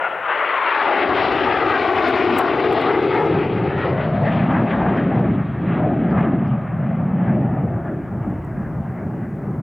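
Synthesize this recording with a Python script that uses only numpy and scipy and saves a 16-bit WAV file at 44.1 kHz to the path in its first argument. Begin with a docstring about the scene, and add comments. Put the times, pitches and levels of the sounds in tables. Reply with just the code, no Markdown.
"""A jet roars low over a field and flies away, with faint birds, wind and clicks from a hand-held camera.
The roar is churning air from two engines, mixed with its echoes off the ground. The exhaust crackles,
distance dulls the treble, and a rumble swells once the tail points back. The camera turns after the jet;
air buffets its microphones, and its plastic case clicks and scrapes."""
import sys
import numpy as np
from scipy import signal
from scipy.fft import rfft, irfft, next_fast_len
from scipy.io import wavfile
from scipy.ndimage import uniform_filter1d, minimum_filter1d, map_coordinates

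SR = 44100
rng = np.random.default_rng(int(sys.argv[2]) if len(sys.argv) > 2 else 0)


def master(y):
    """Save y as 16-bit WAV."""
    cut = np.clip(np.atleast_2d(y).T, -1, 1)
    pcm = np.round(cut * 32767)  # scale
    wavfile.write(sys.argv[1], SR, pcm.astype(np.int16))


N = 424241


def amp(db):
    """Turn decibels into a gain."""
    return 10 ** (np.asarray(db) / 20)


def unit(x):
    """Scale x to an average power of 1."""
    return x / np.sqrt(np.mean(np.abs(x) ** 2) + 1e-20)


def along(points, hz):
    """Read (frequency, value) points at hz, on a log frequency axis."""
    f, values = np.transpose(points)
    return np.interp(np.log(hz + 1), np.log(f + 1), values)


def curves(rows, t):
    """Read each column after the time column at times t."""
    times, *columns = np.vstack(rows).T
    return [np.interp(t, times, column) for column in columns]


def fall(t, middle_s, pace_s):
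    """A smooth step from 1 down to 0."""
    return .5 - .5 * np.tanh((t - middle_s) / pace_s / 2)


def filtered(x, response):
    """Multiply each frequency in x by response(hz)."""
    size = next_fast_len(N + SR // 2)
    return irfft(rfft(x, size) * response(np.fft.rfftfreq(size, 1 / SR)), size)[..., :N]


def patches(shape, bins, frames):
    """A random pattern, smooth over some frequency bins and time frames."""
    field = uniform_filter1d(rng.standard_normal(shape), bins, 0)
    return unit(uniform_filter1d(field, frames, 1))


def density(spectrum, hz):
    """A spectrum's gains, scaled to an average power of 1 in each frame."""
    gain = amp(along(spectrum, hz))
    return gain / np.sqrt(np.mean(gain ** 2, axis=0))


def hiss():
    """The camera's own noise, nearly the same left and right, lower during the loud passage."""
    spectrum = [(200, 0), (8500, 0), (9600, -1.5), (10400, 0), (14000, -1), (17000, -1), (19000, -3)]  # tone of the hiss: f/Hz, level/dB
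    loudness = [(0, -67.5), (.55, -67), (.72, -73.5), (1.5, -77.5), (3.5, -76), (6.5, -74), (7.5, -72),
                (8.3, -68.5), (9.62, -68)]  # its dip and return: t/s, level/dB
    mid, side = unit(filtered(rng.standard_normal((2, N)), lambda hz: amp(along(spectrum, hz))))
    level = amp(curves(loudness, np.arange(N) / SR)[0])
    return level * np.array([mid + .09 * side, mid - .09 * side])


def birds():
    """Far birds give raspy pips, each a puff of noise around one pitch."""
    chirps = [(.56, 0.012, 7000, 120, -74), (3.785, .006, 5800, 600, -66), (4.253, .09, 7500, 250, -82),
              (4.975, .006, 5200, 600, -65), (5.158, 0.0052, 5400, 600, -68), (5.21, .005, 5000, 700, -69),
              (6.111, .007, 4700, 500, -65), (6.48, .009, 5000, 800, -69)]  # bird calls: t/s, half length/s, f/Hz, rasp width/Hz, level/dB
    out, t = np.zeros(N + SR), np.arange(-SR // 4, SR // 4) / SR
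    f = np.fft.rfftfreq(len(t), 1 / SR)
    for s, half, hz, width_hz, db in chirps:
        band = np.exp(-((f - hz) / width_hz) ** 2)
        rasp = unit(irfft(rfft(rng.standard_normal(len(t))) * band, len(t)))
        out[round(s * SR) - SR // 4:][:len(t)] += amp(db) * np.exp(-(t / half) ** 2) * rasp
    return out[:N]


def wind():
    """Lumps of air push the two microphones opposite ways, rising as the camera swings round."""
    spectrum = [(10, -8.5), (30, -6), (70, -5.5), (150, -4), (220, -12), (400, -64.5), (800, -130)]  # tone of the buffeting: f/Hz, level/dB
    lumps_per_s = 5
    strengths = rng.standard_normal(round(lumps_per_s * N / SR) + 4)
    lumps = amp(4 * map_coordinates(strengths, [np.arange(N) * lumps_per_s / SR]))
    rise = np.clip(np.arange(N) / SR / 1.1, 0, 1) ** 4
    noise = filtered(rng.standard_normal(N), lambda hz: amp(along(spectrum, hz)))
    push = amp(-48.5) * rise * unit(lumps * noise)
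    return np.array([push, -push])


def plastic_case(f):
    """The camera's case rings at a few high pitches; this is its response at f."""
    rings = [(5500, 500, -1.5), (7700, 1200, 3.5), (12000, 1300, 3), (17500, 1500, -8)]  # resonances: f/Hz, width/Hz, level/dB
    return sum((-1) ** k * amp(db) * 1j * f * width / (hz * hz - f * f + 1j * f * width)
               for k, (hz, width, db) in enumerate(rings))


def handling():
    """Short cracks and finger scrapes ring through the camera's case."""
    clicks = [(0.391, -55, 0.015), (.629, -52, .01), (1.9533, -52, 0.016), (2.0825, -41.5, 0.02),
              (2.367, -51.5, 0.032), (2.375, -43.5, 0.0098), (2.383, -26, 0.011), (2.3884, -16, 0.0061),
              (2.409, -44, 0.025), (2.4366, -56, 0.019), (2.728, -41, 0.027), (2.815, -45.5, 0.0099),
              (4.317, -53.5, .004), (4.716, -55.5, 0.0044), (6.177, -61, .003), (6.1985, -56.5, .004),
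              (6.2065, -53.5, 0.004), (8.4475, -51.5, 0.013)]  # cracks going into the case: t/s, level/dB, time to fade 60 dB/s
    scrapes = [(1.945, 0.018, -66), (2.098, .02, -59), (2.386, .022, -57), (2.441, 0.02, -64),
               (2.73, 0.017, -63)]  # finger drags going into the case: t/s, half length/s, level/dB
    touch, t = np.zeros(N + SR), np.arange(SR // 10) / SR
    for s, db, fade_s in clicks:
        fade = amp(-60 * t / fade_s) + amp(-22.5 - 60 * t / 0.065)  # a snap and a quiet tail
        touch[round(s * SR):][:len(t)] += amp(db) * fade * rng.standard_normal(len(t))
    now = np.arange(N + SR) / SR
    grit = rng.standard_normal(N + SR)
    grit *= amp(4 * unit(uniform_filter1d(rng.standard_normal(N + SR), size=60)))
    touch += grit * sum(amp(db) * np.exp(-((now - s) / half) ** 2) for s, half, db in scrapes)
    return filtered(touch[:N], plastic_case)


def air_loss(f, t):
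    """The longer the sound travels from the jet's straight path, the more treble the air soaks up."""
    mach = 0.61  # jet speed over the speed of sound
    nearest_s, shortest_trip_s = 2.08, 0.88  # when it is heard closest; the sound's travel time then
    loss_db_per_s = 14  # at 4000 Hz
    sent_s = np.linspace(-30, 30, 3000)
    trip_s = np.hypot(shortest_trip_s, mach * sent_s)
    heard_s = nearest_s + sent_s + trip_s - shortest_trip_s
    return amp(-loss_db_per_s * np.interp(t, heard_s, trip_s) * (f / 4000) ** 2.164)


def ground_echoes(f, t):
    """Two echoes each boost and cancel evenly spaced pitches, like the teeth of a comb."""
    main_echo = [(0, 607, 0, 0.018), (.7, 451, 0.2, 0.019), (1, 377, 0.2, 0.025), (1.15, 368, 0, 0.015),
                 (1.3, 391, 0.2, 0.015), (1.5, 418, 0.6, 0.0083), (1.65, 404, 0.85, 0.0077),
                 (1.9, 369.4, 0.85, 0.011), (2.2, 357.5, 0.7, 0.021), (2.4, 370, 0.4, 0.011),
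                 (2.6, 392, 0.6, 0.011), (2.9, 406, 0.5, .012), (3.2, 423, 0.9, 0.017),
                 (3.5, 402, 0.5, 0.013), (3.85, 473, 0.55, 0.013), (4.3, 518, 0.1, .3),
                 (6.2, 487, 0.29, 0.38), (9.62, 506, 0.14, 0.3)]  # ground bounce: t/s, tooth spacing/Hz, strength/0-1, phase/turns
    short_echo = [(0, 685, 0.2), (1.2, 653, 0.02), (2.2, 593, 0), (3.2, 675, 0), (3.9, 630, 0.19),
                  (5, 647, 0.06), (7, 629, 0.11), (9.62, 617, 0.02)]  # a shorter bounce: t/s, tooth spacing/Hz, strength/0-1

    def comb(dull_hz, spacing_hz, strength, turns=0):
        """One echo added to the direct sound; rough ground scatters it away above dull_hz."""
        echo = strength / (1 + (f / dull_hz) ** 2)
        return np.abs(1 + echo * np.exp(2j * np.pi * (f / spacing_hz - turns))) / np.sqrt(1 + echo ** 2)

    return comb(1440, *curves(main_echo, t)) * comb(3500, *curves(short_echo, t))


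def flicker_db(f, t):
    """Swirls of air shake the treble most; the exhaust's fast tearing smooths out with distance."""
    shape = len(f), len(t)
    swirls = 1.58 * patches(shape, 30, 10) + 0.35 * patches(shape, 30, 3)
    tearing = 1.04 * fall(t, middle_s=6.4, pace_s=.4) * patches(shape, 90, 4)
    slow_bands = 1.3 * patches(shape, 3, 30)
    return np.clip(f / 1500, .3, 1) * (swirls + tearing) + slow_bands


def surges_db(f, t):
    """The roar flares or drops as it crosses unsteady air, later and longer in the low notes."""
    surges = [(0.18, 0.11, -7, 1490, 3.5), (0.1, 0.16, 2.5, 1425, 0.061), (0.146, .2, -4, 4980, 0.61),
              (0.29, 0.05, 6.5, 900, 1.5), (0.317, 0.058, -6.5, 1310, 0.14), (0.545, 0.054, 3, 1040, 0.26),
              (0.767, 0.046, 5.5, 4050, 1.9), (0.882, 0.044, 7.5, 694, 0.86), (0.986, 0.046, 4, 3300, 1.2),
              (1.213, 0.071, 7, 4400, 1), (1.193, 0.028, 4.5, 754, 0.44), (1.443, 0.016, 4.5, 3020, 0.65),
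              (1.583, .02, 2.5, 2640, 0.78), (1.799, .02, 7, 4000, 0.98), (2.178, 0.019, -1, 2760, 1.7),
              (2.261, 0.012, 3, 3000, 1.1), (2.568, 0.024, -6.5, 2800, 0.82), (2.681, .025, -2, 3000, 1.8),
              (3.056, 0.046, -3.5, 1680, .7), (3.302, 0.024, -2, 1800, 1.2), (4.64, 0.038, -0.5, 2500, 1.1),
              (4.886, .03, 3.5, 1490, 1.7), (5.47, 0.025, -0.5, 4000, .6), (5.64, 0.062, -2.5, 1800, 1.5),
              (6.04, .06, -1, 1500, 1.3), (6.248, 0.016, 3, 1500, 1.7), (1.665, 0.081, 5.5, 1254, 0.27),
              (1.812, 0.16, 3.5, 1005, 1.7), (2.056, 0.045, 2.5, 2500, 2), (2.413, 0.083, 4.5, 1500, 0.85),
              (2.737, 0.048, 6, 768, 0.58), (2.902, 0.095, 6, 1210, 1.7), (3.168, 0.045, 3, 2084, 1.6),
              (3.186, 0.073, 9, 808, 0.61), (3.168, 0.058, 9, 2000, 0.32), (3.837, 0.056, 3.5, 1890, 0.23),
              (3.83, 0.033, 3, 1400, 0.17), (4.28, 0.05, 12, 1860, 0.17), (2.603, 1, -4.5, 1664, 0.23),
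              (2.512, 0.92, 3.5, 414, 0.32), (1.672, 0.11, -4, 1006, .15), (3.413, 0.031, 4.5, 2180, 1.7),
              (3.844, 0.063, 9.5, 2020, 2.9), (4.025, 0.044, 6.5, 2310, 1.9),
              (4.204, 0.037, 8.5, 690, 0.79), (4.284, 0.053, 3, 2100, 1.9), (4.357, 0.059, 7.5, 4500, .9),
              (4.49, 0.11, 6.5, 1500, 1), (4.711, .035, 6, 2490, 1.1), (4.814, 0.09, 9, 1012, 1.1),
              (5.005, 0.08, 5, 2560, 0.73), (5.243, 0.073, 2, 306, 0.74), (5.157, 0.045, 7.5, 637, 1.7),
              (5.442, 0.087, -6, 450, 1.2), (5.738, 0.11, 4.5, 1810, 3), (5.799, 0.078, 6.5, 650, 0.87),
              (5.896, 0.094, 5.5, 292, 0.43), (6.264, 0.064, 8.5, 306, 0.28), (6.189, 0.052, 8, 1100, 2.1),
              (6.41, 0.059, 6, 110, 1.3), (6.562, 0.081, -5, 248, 0.61), (5.724, 0.071, 6, 2600, 0.62),
              (6.2, 0.082, 2.5, 2410, 0.5), (7.305, 0.078, 3, 2330, 0.7), (2.05, .12, 2, 1060, 0.12),
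              (.6, 0.027, 0, 220, .6), (4.52, 0.045, 6, 950, 0.24), (5.717, 0.03, 4.5, 1350, 0.31),
              (5.95, 0.096, -6, 1000, 0.26), (6.442, .05, -5, 600, 0.31), (7.65, 0.089, 3.5, 680, .3),
              (7.902, 0.15, 8, 1580, .2), (8.603, .06, 6, 1650, .2), (9.0, .05, 2, 1900, .3),
              (9.277, .07, 4.5, 1790, 0.15), (9.3, .12, -6, 1000, 0.55), (8.398, 0.56, 11.5, 326, 0.12),
              (7.301, 0.11, 2.5, 1300, 2.6), (7.425, .08, 0.5, 245, 0.75), (7.605, 0.051, 3.5, 600, 1),
              (7.86, 0.046, 6.5, 381, 1.6), (8.27, 0.13, 4.5, 382, 2.5), (8.35, 0.092, -5, 90, 1.8),
              (8.835, 0.13, -9.5, 260, 0.8), (9.433, 0.18, 6.5, 328, 2.9)]  # flares and drops: t/s, half length/s, change/dB, f/Hz, reach/octaves
    octaves_down = np.log2(1500 / np.clip(f, 100, 1500))
    lag_s, stretch = 0.03 * octaves_down, 1 + 0.024 * octaves_down
    total = np.zeros((len(f), len(t)))
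    for s, half, db, hz, octaves in surges:
        near = slice(*np.searchsorted(t, [s - 4 * half, s + 4 * half + lag_s.max()]))
        time_gap = (t[near] - lag_s - s) / (half * stretch)
        pitch_gap = np.log2((f + 1) / hz) / octaves
        total[:, near] += db * np.exp(-time_gap ** 2 - pitch_gap ** 2)
    return total


def microphones(direct, scattered, f, t):
    """The jet drifts left to right as the camera turns; sound off trees and ground widens it."""
    aim = [(0, 0.9), (1.5, 0.8), (2.5, 0.7), (3.5, 0.1), (4.5, -0.2), (5.5, -.45), (7.5, -0.45),
           (8.3, -0.55), (9.62, -0.45)]  # camera's turn: t/s, left over right before weighting/dB
    weights = [(60, .3), (120, 0.83), (240, 1.6), (350, 3.3), (500, 1.4), (700, 1.9), (1000, 4.1),
               (1400, 1.9), (2000, 1.9), (2800, 4.4), (3900, 2.4), (5500, 1.7), (8000, .4)]  # how much each pitch follows the turn: f/Hz, weight
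    lean = [(60, 2.5), (120, 0.1), (240, 1.5), (350, 1.3), (500, 2.5), (700, 4), (1000, 1.9), (1400, 1.7),
            (2000, 2), (2800, 3), (3900, 3.5), (6000, 2.7)]  # steady lean: f/Hz, left over right/dB
    left_db = along(weights, f) * curves(aim, t)[0] + along(lean, f)
    side = amp(-28.5) * scattered
    return direct * amp([left_db / 2, -left_db / 2]) + np.array([side, -side])


def crackle():
    """Many tiny shocks in the exhaust make a tearing sizzle over the roar."""
    spectrum = [(2500, -59.5), (4500, 0.5), (6000, -5), (7500, -12), (10000, -14), (16000, -32.5),
                (20000, -60)]  # tone of the shocks: f/Hz, level/dB
    loudness = [(0, -98), (.6, -84), (.85, -63), (1.1, -75), (1.3, -65), (1.5, -82), (2, -63), (2.4, -72),
                (2.9, -72), (3.2, -66), (3.4, -86), (4.1, -89.5), (4.28, -71.5), (4.42, -80), (4.55, -72.5),
                (4.65, -79.5), (4.8, -75), (5, -82), (5.25, -92), (6, -93.5), (6.18, -77.5), (6.3, -98),
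                (9.62, -100)]  # bursts of sizzle: t/s, level/dB
    shocks_per_s, spread_db = 700, 9.5
    chance, size = rng.random(N), rng.exponential(size=N)
    shocks = (chance < shocks_per_s / SR) * amp(spread_db * np.minimum(size, 4))
    sizzle = unit(filtered(shocks, lambda hz: amp(along(spectrum, hz))))
    return amp(curves(loudness, np.arange(N) / SR)[0]) * sizzle


def intake_whine(f, t, doppler):
    """A breathy note from the engine intakes sinks in pitch as they pass."""
    pitch_hz = 754 * doppler ** 1.6
    level_db = -26 - 15.5 * (t - 0.7) ** 2  # loudest at 0.7 s
    band = np.exp(-((f / pitch_hz - 1) / 0.07) ** 2)
    return amp(level_db) * band / np.sqrt(np.mean(band ** 2, axis=0))


def engines(f, t):
    """Churning air makes bands of noise, from deep rumble to airy fizz, whose powers add up."""
    # tone of each band, lowest first: f/Hz, level/dB
    deep = [(10, -60), (25, -27), (45, -11.5), (70, 17.5), (95, -8), (150, -56.5), (300, -130)]
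    rumble = [(20, -93), (40, -47), (64, -28), (102, -8), (130, 1.5), (171, 4), (222, -1.5), (300, -13.5),
              (390, -36.5), (800, -130)]
    low_roar = [(30, -79.5), (150, -14), (260, 7.5), (380, 8.5), (520, -5), (800, -55.5), (1600, -130)]
    mid_roar = [(250, -130), (430, -21), (540, -1), (700, -1.5), (840, -4), (950, -10), (1600, -130)]
    high_roar = [(40, -82.5), (200, -43), (400, -15), (600, -1), (1000, 0.5), (1300, 0.5), (1650, -1),
                 (2000, -2), (2500, -5.5), (4000, -9.5), (5500, -12), (6000, -29), (6600, -28),
                 (7300, -32.5), (8000, -35), (10000, -130)]
    fizz = [(4000, -60), (5500, -3.5), (6200, 1), (7000, -5.5), (7800, -12), (9500, -40)]
    # slow swell of the bands: t/s, then level/dB for deep, rumble, low, mid and high roar
    levels = [(0, -74, -52, -33, -27.5, -17), (.65, -63, -60.5, -35, -39, -17),
              (.92, -57, -54, -26.5, -29, -14.5), (1.1, -37.5, -40, -20, -23.5, -16.5),
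              (1.8, -38.5, -30.5, -23, -24.5, -19.5), (2.5, -40.5, -29.5, -21.5, -24, -19),
              (3.05, -52, -27, -21.5, -28.5, -24), (3.45, -45.5, -17.5, -23, -29.5, -27.5),
              (3.9, -45, -24, -26.5, -33, -30.5), (4.4, -38.5, -16.5, -29, -28.5, -28.5),
              (5, -33.5, -19, -22.5, -31, -30), (5.5, -35, -22.5, -29, -38, -33),
              (6.2, -34, -18.5, -26, -32, -31.5), (6.7, -45.5, -24, -37.5, -37.5, -35),
              (7.4, -41, -16.5, -30.5, -32.5, -34.5), (7.9, -40, -28.5, -34, -40, -38),
              (8.5, -26.5, -29, -39, -43, -38.5), (9, -42, -22, -32.5, -37.5, -37),
              (9.62, -40, -34.5, -38.5, -52.5, -41.5)]
    fizz_level = [(0, -90), (.7, -81), (1.1, -74.5), (1.5, -70), (1.9, -65), (2.3, -68), (2.7, -73),
                  (3.2, -76.5), (3.7, -88), (9.62, -110)]  # swell of the fizz: t/s, level/dB
    rumble_pitch = [(0, 149.4), (3.4, 139.3), (4.05, 136), (4.65, 175.2), (5.5, 142), (6.25, 168.3),
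                    (6.6, 139.4), (7.25, 153.4), (7.75, 127), (8.3, 139), (9.62, 152)]  # wandering centre of the exhaust rumble: t/s, f/Hz
    deep_db, rumble_db, low_db, mid_db, high_db = curves(levels, t)
    rumble_shift = curves(rumble_pitch, t)[0] / 150  # unshifted, it centres on 150 Hz
    doppler = 1 + 0.47 * fall(t, middle_s=0.6, pace_s=0.17)  # higher pitch while the jet approaches
    bands = [amp(deep_db) * density(deep, f),
             amp(rumble_db) * density(rumble, f / rumble_shift),
             amp(low_db) * density(low_roar, f / doppler),
             amp(mid_db) * density(mid_roar, f),
             amp(high_db) * density(high_roar, f / doppler) * air_loss(f, t),
             amp(curves(fizz_level, t)[0]) * density(fizz, f),
             intake_whine(f, t, doppler)]
    return np.sqrt(sum(band ** 2 for band in bands))


def jet():
    """Noise, cut into short frames, is shaped by the engines, the ground and the moving air."""
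    frames = dict(nperseg=1024, noverlap=768)
    hz, t, noise = signal.stft(rng.standard_normal((2, N)), SR, **frames)
    f = hz[:, None]
    wavering = amp(flicker_db(f, t) + surges_db(f, t))
    direct, scattered = noise * engines(f, t) * ground_echoes(f, t) * wavering
    return signal.istft(microphones(direct, scattered, f, t), SR, **frames)[1][:, :N]


def scene():
    """All sources in stereo; crackle and handling sit a little to the left."""
    return jet() + crackle() * amp([[1.5], [-1.5]]) + wind() + handling() * amp([[.3], [-.3]]) + birds()


def record(dry):
    """The camera cuts deep bass, limits peaks, adds hiss, fades at the end and drops the top treble."""
    bass_hz, top_hz, ceiling_db, fade_s = 35, 18260, -7.4, .02
    dry = filtered(dry, lambda hz: hz ** 2 / (hz ** 2 + bass_hz ** 2))
    safe_gain = np.minimum(1, amp(ceiling_db) / (np.abs(dry).max(axis=0) + 1e-9))
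    held = minimum_filter1d(safe_gain, size=400, origin=190)
    held = uniform_filter1d(held, size=10, origin=4)  # grabs so fast that it ticks
    gain = np.minimum(held, uniform_filter1d(held, size=901, origin=450))  # lets go more slowly
    fade = np.clip((N - np.arange(N)) / SR / fade_s, 0, 1)
    return filtered((dry * gain + hiss()) * fade, lambda hz: hz < top_hz)


dry = scene()
out = record(dry)
master(out)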